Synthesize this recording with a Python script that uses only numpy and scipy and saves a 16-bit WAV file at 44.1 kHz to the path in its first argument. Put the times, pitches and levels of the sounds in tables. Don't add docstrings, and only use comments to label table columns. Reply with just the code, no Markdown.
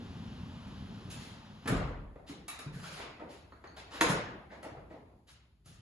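import sys
import numpy as np
from scipy import signal
from scipy.fft import rfft, irfft, next_fast_len
from scipy.io import wavfile
from scipy.ndimage import uniform_filter1d

SR = 44100
rng = np.random.default_rng(int(sys.argv[2]) if len(sys.argv) > 2 else 0)


def master_out(mix):
    frames = np.transpose(np.atleast_2d(mix))
    ceiling = np.clip(frames, -1, 1)
    pcm = np.round(ceiling * 32767).astype(np.int16)
    wavfile.write(sys.argv[1], SR, pcm)


N = 256216

BAND_EDGES_HZ = [30, 100, 200, 400, 1000, 2500, 5000, 8500, 12500]


def amp(db):
    return 10 ** (np.asarray(db) / 20)


def evened(x):
    return x / np.sqrt(np.mean(x ** 2) + 1e-20)


def read(points, hz):
    f, value = np.transpose(points)
    return np.interp(np.log(hz + 1), np.log(f + 1), value)


def coloured(x, points):
    size = next_fast_len(N)
    gain = amp(read(points, np.fft.rfftfreq(size, 1 / SR)))
    return irfft(rfft(x, size) * gain, size)[:N]


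def band(x, lo, hi):
    return signal.sosfilt(signal.butter(2, [lo, hi], "bandpass", fs=SR, output="sos"), x)


def centres(count):
    edges = np.array(BAND_EDGES_HZ[-count - 1:])
    return np.sqrt(edges[1:] * edges[:-1])[:, None]


def add(mix, s, sound):
    part = mix[:, round(s * SR):][:, :sound.shape[1]]
    part += sound[:, :part.shape[1]]


def through_bands(envelopes, push_hz=400):
    edges = BAND_EDGES_HZ[-len(envelopes) - 1:]
    out = np.zeros(N)
    for envelope, lo, hi in zip(envelopes, edges, edges[1:]):
        noise = rng.standard_normal(N) * np.sqrt(SR / 2 / (hi - lo))
        drive = 3 if hi < 1.1 * push_hz else noise
        out += band(envelope * drive, lo, hi)
    return out


def struck(hits, modes, rise_s, detune=0.0065):
    out, t = np.zeros((1, N)), np.arange(SR // 5) / SR
    chance = rng.standard_normal((len(hits), len(modes), 2))
    for (s, level_db, tilt_db), spread in zip(hits, chance):
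        ring = np.zeros(len(t))
        for (hz, db, t60), (level_chance, pitch_chance) in zip(modes, spread):
            mode_db = db + tilt_db * np.log2(hz / 1000) + 1.5 * level_chance
            pitch = hz * (1 + detune * pitch_chance)
            ring += amp(mode_db - 60 * t / t60) * np.sin(2 * np.pi * pitch * t)
        onset = np.minimum(t / max(rise_s, 1 / SR), 1)
        add(out, s, amp(level_db) * onset * ring[None])
    return out[0]


def still_air():
    # pitch_hz, relative level_db
    colour = [(15, -57.5), (25, -36.5), (60, 1.5), (183, -7.5), (367, -14), (500, -26), (1500, -32.5),
              (4730, -26.5), (5120, -32.5), (7350, -32), (8360, -34.5), (12000, -27), (15600, -65.5),
              (22000, -120)]
    # time_s, level_db
    loudness = [(0, -77), (3.5, -68), (5, -70.5), (5.249, -74), (5.81, -77)]
    air = np.array([evened(coloured(rng.standard_normal(N), colour)) for _ in range(2)])
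    return amp(np.interp(np.arange(N) / SR, *np.transpose(loudness))) * air


def diffuse(x, size, weight, patchy_db, blur=0):
    # pitch_hz, t60_s
    decay = [(40, 1), (150, 0.8), (500, 1), (1400, 0.74), (3100, 0.67), (6500, 0.42), (11500, 0.17)]
    hz, t, z = signal.stft(x, SR, nperseg=size, noverlap=size * 3 // 4)
    keep = amp(-2 * 60 * t[1] / read(decay, hz))
    stored = uniform_filter1d(abs(z) ** 2, size=2, axis=0) * weight(hz)[:, None]
    for k in range(1, len(t)):
        older = stored[:, k - 1]
        older = older + blur * (np.roll(older, 1) + np.roll(older, -1) - 2 * older)
        stored[:, k] = keep * older + (1 - keep) * stored[:, k]
    re, im, patches = rng.standard_normal((3, 2, *z.shape))
    patches = evened(uniform_filter1d(patches, size=6000 // size, axis=2))
    field = np.sqrt(abs(stored)) * (re + 1j * im) * amp(patchy_db * patches)
    tail = signal.istft(field, SR, nperseg=size, noverlap=size * 3 // 4)[1]
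    return np.pad(tail, [(0, 0), (size // 2, 0)])[:, :N]


def room(x, split_hz=250):
    def above(hz):
        return 1 / (1 + (split_hz / (hz + 1)) ** 6)

    def below(hz):
        return 1 / (1 + (hz / split_hz) ** 6)

    treble = diffuse(x, size=512, weight=above, patchy_db=3.0, blur=0.04)
    bass = diffuse(x, size=2048, weight=below, patchy_db=3.0)
    return treble + amp(0.5) * bass


def scuffs(grain_db=1.5, catch_db=4.5):
    # start_s, strength_db, tilt_db_per_octave, swell_s, length_s, rubbed_part_hz, rubbed_part_db
    drags = [(1.1, -42, 3, 0.0034, 0.068, 2850, -49.5), (1.167, -57.5, 0.3, 0.019, 0.21, 2800, -70),
             (2.261, -45, 0, 0.031, 0.079, 4200, -52), (2.721, -59, 1.8, 0.018, 0.15, 1720, -61),
             (2.821, -48.5, -0.5, 0.02, 0.14, 1390, -52), (2.901, -51.5, 0.5, 0.04, 0.14, 1600, -67),
             (2.953, -47.5, -4.5, 0.052, .13, 2230, -48), (3.284, -56, 0, 0.017, 0.12, 2500, -83),
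             (3.761, -44, -2.5, 0.01, 0.07, 4000, -51), (3.9, -40, -3, 0.054, 0.11, 1120, -48.5),
             (4.495, -52.5, -7, 0.034, 0.09, 1830, -47.5), (4.624, -47, -8, 0.029, 0.064, 3800, -69),
             (4.895, -60, -5.5, 0.013, 0.078, 2100, -58), (5.267, -48.5, 1.1, 0.029, 0.068, 2820, -64),
             (5.643, -63, 2.5, 0.033, 0.15, 3510, -71)]
    # pitch_hz, level_db
    friction = [(280, -25), (630, -8), (1580, -3.5), (3500, 0.5), (6500, -6), (10300, -8)]
    rub_width, catches_per_s = 0.14, 370
    let_go_s = 0.15
    hz = centres(count=6)
    envelopes, rubbed = np.zeros((len(hz), N)), np.zeros((1, N))
    catches = amp(catch_db * np.minimum(rng.exponential(1, N), 4))
    catches *= (rng.random(N) < catches_per_s / SR) * rng.choice([-1., 1.], N)
    for s, db, tilt_db, rise, length, part_hz, part_db in drags:
        t = np.arange(0, max(length, .02), 1 / SR)
        stroke = np.clip(t / max(rise, .002), 0, 1) * np.clip((t[-1] - t) / let_go_s, 0, 1)
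        add(envelopes, s, amp(db + read(friction, hz) + tilt_db * np.log2(hz / 2500)) * stroke)
        caught = catches[round(s * SR):][:len(t)]
        ring = band(caught, part_hz / (1 + rub_width), part_hz * (1 + rub_width))
        add(rubbed, s, amp(part_db) * evened(ring)[None] * stroke[:len(ring)])
    grain = evened(uniform_filter1d(rng.standard_normal(envelopes.shape), size=300))
    return through_bands(envelopes * amp(grain_db * grain), push_hz=0) + rubbed[0]


def lock_ticks():
    # start_s, level_db, tilt_db_per_octave
    ticks = [(3.522, -46, -5), (3.534, -51.5, -3), (3.6415, -48, -3.5), (3.655, -52, -6), (3.673, -55.5, 5),
             (3.69, -58, -0.5), (3.715, -55.5, 1.5), (3.916, -46, -2)]
    # pitch_hz, level_db, t60_s
    pins = [(1055, -0.5, 0.036), (1315, -3, 0.043), (1810, -4.5, 0.071), (4000, -11.5, 0.04),
            (4350, -7.5, 0.1), (6570, -11, .025)]
    return struck(ticks, pins, rise_s=0.00068, detune=.02)


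def handle_knocks():
    # start_s, level_db, tilt_db_per_octave
    knocks = [(3.199, -53, -1), (3.209, -45, 0.7), (3.219, -41, 1), (3.232, -49.5, -4.5), (4.629, -46, 5),
              (4.647, -43, 3), (4.661, -48, -4.5), (4.683, -59, 7), (4.908, -48.5, -0.5), (4.94, -52.5, -4),
              (5.012, -66, -5)]
    # pitch_hz, level_db, t60_s
    handle = [(309, -2, 0.058), (506, -1.5, 0.052), (643, 0.5, 0.069), (895, -7, 0.074), (1330, -7, 0.023),
              (1930, -2, 0.021)]
    return struck(knocks, handle, rise_s=0.0035, detune=0.02)


def lock_snaps():
    # start_s, level_db, tilt_db_per_octave
    snaps = [(2.483, -40, 0.5), (2.4914, -40, -1.5), (2.4964, -43, -9), (2.514, -49, 2.5), (2.528, -45, -3),
             (2.545, -49, -1), (2.565, -59, -5), (2.591, -54, 3), (2.596, -55, 0), (2.61, -59, -2),
             (2.626, -52, -2)]
    # pitch_hz, level_db, t60_s
    lock = [(885, -11.5, .06), (1203, -4.5, 0.061), (1823, -13, 0.14), (2283, -5.5, 0.12),
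            (2650, -7.5, 0.096), (3835, -1.5, 0.06), (4420, -8, 0.064), (5000, -21, .1), (6930, -25, 0.042)]
    return struck(snaps, lock, rise_s=0.00068)


def latch_slams():
    # start_s, level_db, tilt_db_per_octave
    slams = [(4.0105, -19.5, 5.5), (4.017, -23.5, 3.5), (4.021, -24.5, 0), (4.031, -34, -5),
             (4.045, -36, -1.5), (4.054, -39, -1), (4.074, -34.5, 4), (4.088, -40.5, 1.5),
             (4.123, -34.5, 4), (4.163, -36.5, -1)]
    # pitch_hz, level_db, t60_s
    jamb = [(315, -12, 0.036), (481, -17, 0.05), (945, -11.5, 0.084), (1107, -4.5, 0.035),
            (1410, -6, 0.047), (1810, -4, 0.028), (1950, -8, 0.019), (2580, -6, 0.014),
            (3326, -11.5, 0.014), (3940, -10.5, 0.021), (6450, -16, 0.017)]
    return struck(slams, jamb, rise_s=0.00096, detune=0.017)


def booms():
    # start_s, level_db, pitch_hz, t60_s
    jolts = [(1.655, -37.5, 270, .1), (1.686, -29, 249, .1), (1.7205, -21.5, 166, 0.059),
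             (1.7226, -26, 269, 0.039), (1.802, -29.5, 110, 0.062), (2.294, -40.5, 283.5, .14),
             (2.301, -47, 152, .15), (2.338, -46, 289, .12), (2.663, -33.5, 148, 0.094),
             (2.797, -45, 140, .1), (4.012, -25.5, 317, .13), (4.039, -28.5, 491, .13),
             (4.094, -24.5, 172.5, 0.076), (4.118, -30.5, 1405, .06), (4.714, -44, 113, .1),
             (5.313, -59, 128, .12), (5.684, -53, 143, .15), (5.72, -59.5, 131, .15),
             (5.784, -52, 110, .12)]
    rise_cycles = 1.5
    out, t = np.zeros((1, N)), np.arange(SR // 4) / SR
    for s, db, hz, t60 in jolts:
        swell = np.minimum(t * hz / rise_cycles, 1)
        boom = swell * amp(db - 60 * t / t60) * np.sin(2 * np.pi * hz * t)
        add(out, s, boom[None])
    return out[0]


def blows(crack=0.13):
    # start_s, thud_db, thud_hz, crack_db, treble_tilt_db_per_octave
    impacts = [(0.669, -39.5, 142, -49, -6.5), (1.047, -36, 180, -76, 2.5),
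               (1.656, -43.5, 266, -35.5, -7.5), (1.674, -32, 242, -30, -0.5), (1.685, -31, 236, -37, -10),
               (1.693, -39, 273, -42, -16), (1.7, -24, 163.5, -32, -50), (1.726, -34.5, 201.5, -40, -8),
               (1.736, -45, 70, -50, -2), (1.762, -31.5, 70.4, -38.5, -5), (1.776, -36, 200, -41, -6.5),
               (1.79, -41.5, 200.6, -43.5, -10), (1.81, -40, 109, -43, -15), (1.837, -41, 150, -46, -8),
               (1.869, -36.5, 111, -54.5, -4), (1.915, -36, 70, -69, -5), (2.155, -47, 198, -43.5, -32),
               (2.293, -52, 310, -49.5, -1), (2.48, -53, 900, -47, 5), (2.588, -44.5, 905, -44, 0.5),
               (2.66, -39.5, 300, -56, -15), (2.715, -42.5, 160, -58, -7), (2.761, -40, 166, -62, -7),
               (2.795, -46, 141.7, -51, -1), (3.195, -48.5, 437, -42, -11.5),
               (3.519, -57, 1200, -48.5, -20.5), (3.638, -49, 1220, -42.5, -9.5),
               (4.008, -45, 250, -22.5, -1), (4.013, -34.5, 222, -39, -2), (4.032, -33, 250, -44, -4.5),
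               (4.096, -35.5, 133.7, -33, -0.5), (4.085, -46.5, 199.3, -34.5, 0.5),
               (4.575, -54, 278, -66, -13), (4.627, -54, 590, -48, 0), (4.768, -41, 118.7, -42, -38),
               (4.905, -49, 330, -51, -14), (5.657, -44.5, 202, -64.5, 4.5), (5.753, -49, 101, -65.5, 0)]
    # pitch_hz, level_db, t60_s
    door = [(150, -1, 0.052), (196, 1, 0.055), (269, 7.5, 0.056), (400, -3, 0.08), (690, -4, 0.065),
            (1194, 3, 0.055), (1300, -3.5, 0.062), (1740, -8, 0.057), (1940, -6.5, 0.041),
            (2620, -4.5, 0.09)]
    thud_below_db, thud_above_db = 13, 19.5
    thud_lag_s = 0.0029
    thud_rise, thud_contact = 0.54, 2
    knee_hz, crack_below_db = 1210, 6
    rise_s, contact_s = 0.0039, 0.0087
    hard_db, softer_per_db = -20, 0.0032
    ring_db = 5
    envelopes = np.zeros((len(BAND_EDGES_HZ) - 1, N))
    t, hz = np.arange(SR // 4) / SR, centres(count=8)
    quicker = (np.array(BAND_EDGES_HZ[1:])[:, None] / 1000) ** crack
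    over_knee = np.log2(hz / knee_hz)
    for s, thud_db, thud_hz, crack_db, tilt_db in impacts:
        over_thud = np.log2(hz / thud_hz)
        thud = amp(thud_db + np.minimum(thud_below_db * over_thud, -thud_above_db * over_thud))
        slope_db = np.where(over_knee > 0, tilt_db, crack_below_db)
        snap = (hz > 400) * amp(crack_db + slope_db * over_knee)
        u = t * quicker / (1 + softer_per_db * max(hard_db - crack_db, 0))
        add(envelopes, s, snap * (1 - np.exp(-u / rise_s)) * np.exp(-u / contact_s))
        cycles = t * thud_hz
        push = (1 - np.exp(-cycles / thud_rise)) * np.exp(-cycles / thud_contact)
        add(envelopes, s + thud_lag_s, thud * push)
    burst = through_bands(envelopes)
    rings = np.zeros(len(t))
    for pitch, db, t60 in door:
        at_resonance = 2 * np.log(1000) / t60 / SR
        rings += amp(db - 60 * t / t60) * np.cos(2 * np.pi * pitch * t) * at_resonance
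    return burst + amp(ring_db) * signal.oaconvolve(burst, rings)[:N]


def rolling():
    # time_s, level_db
    roll = [(0, -49.5), (.5, -51), (1, -51), (1.2, -51.5), (1.35, -54), (1.5, -58), (1.619, -62),
            (1.68, -37.5)]
    # pitch_hz, relative level_db
    body = [(15, -45.5), (25, -35), (38, -14.5), (91, 2), (155, -1), (193, 3.5), (231, 3.5), (371, -20),
            (450, -86), (580, -46), (990, -120)]
    # pitch_hz, relative level_db
    seals = [(240, -27), (400, -8.5), (953, -1), (2270, -9), (3060, -3.5), (5490, -12), (7290, -20.5),
             (9160, -35), (10700, -18.5), (12000, -26.5), (15600, -82.5), (22000, -120)]
    bumps_per_s = 170
    seals_db, seals_follow = -53, 0.38
    s, db = np.transpose(roll)
    t = np.arange(N) / SR
    rumble_db = np.interp(t, s, db)
    moving = np.clip((s[-1] - t) / 0.013, 0, 1)
    grit = amp(1.8 * np.minimum(rng.exponential(1, N), 5)) * (rng.random(N) < bumps_per_s / SR)
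    rumble = evened(coloured(grit * rng.choice([-1., 1.], N), body))
    hiss = evened(coloured(rng.standard_normal(N), seals))
    hiss_db = seals_db + seals_follow * (rumble_db - db[0])
    return moving * (amp(rumble_db) * rumble + amp(hiss_db) * hiss)


def scene():
    roll, near = rolling(), blows() + scuffs()
    brief = booms() + lock_ticks()
    latch = lock_snaps() + latch_slams() + handle_knocks()
    direct = amp(-4.5) * roll + amp(-3.0) * near + latch + amp(-1.5) * brief
    sideways = amp(-2.5) * signal.hilbert(direct, next_fast_len(N)).imag[:N]
    into_room = amp(-7.5) * roll + amp(2.5) * near + amp(2.0) * latch + amp(-2.0) * brief
    return np.array([direct, sideways]) + room(into_room) + still_air()


def record(dry):
    # pitch_hz, gain_db
    centre_tone = [(20, -22), (40, 12.5), (6000, -6), (7400, -1.5), (8100, -28), (9200, -22.5),
                   (9800, -1.5), (12000, -10)]
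    # pitch_hz, gain_db
    side_tone = [(40, -6), (150, -8.5), (300, -7.5), (600, -1.5), (1100, -1), (5500, -5), (6900, -10.5),
                 (8000, 2.5), (9800, -2), (11000, -44)]
    left_db, edge_hz = .35, 12050
    centre, side = coloured(dry[0], centre_tone), coloured(dry[1], side_tone)
    pair = np.array([centre + side, centre - side]) * amp([[left_db], [-left_db]])
    low_pass = signal.firwin(511, edge_hz, window=("kaiser", 9), fs=SR)
    return signal.oaconvolve(pair, low_pass[None], "same")


dry = scene()
out = record(dry)
master_out(out)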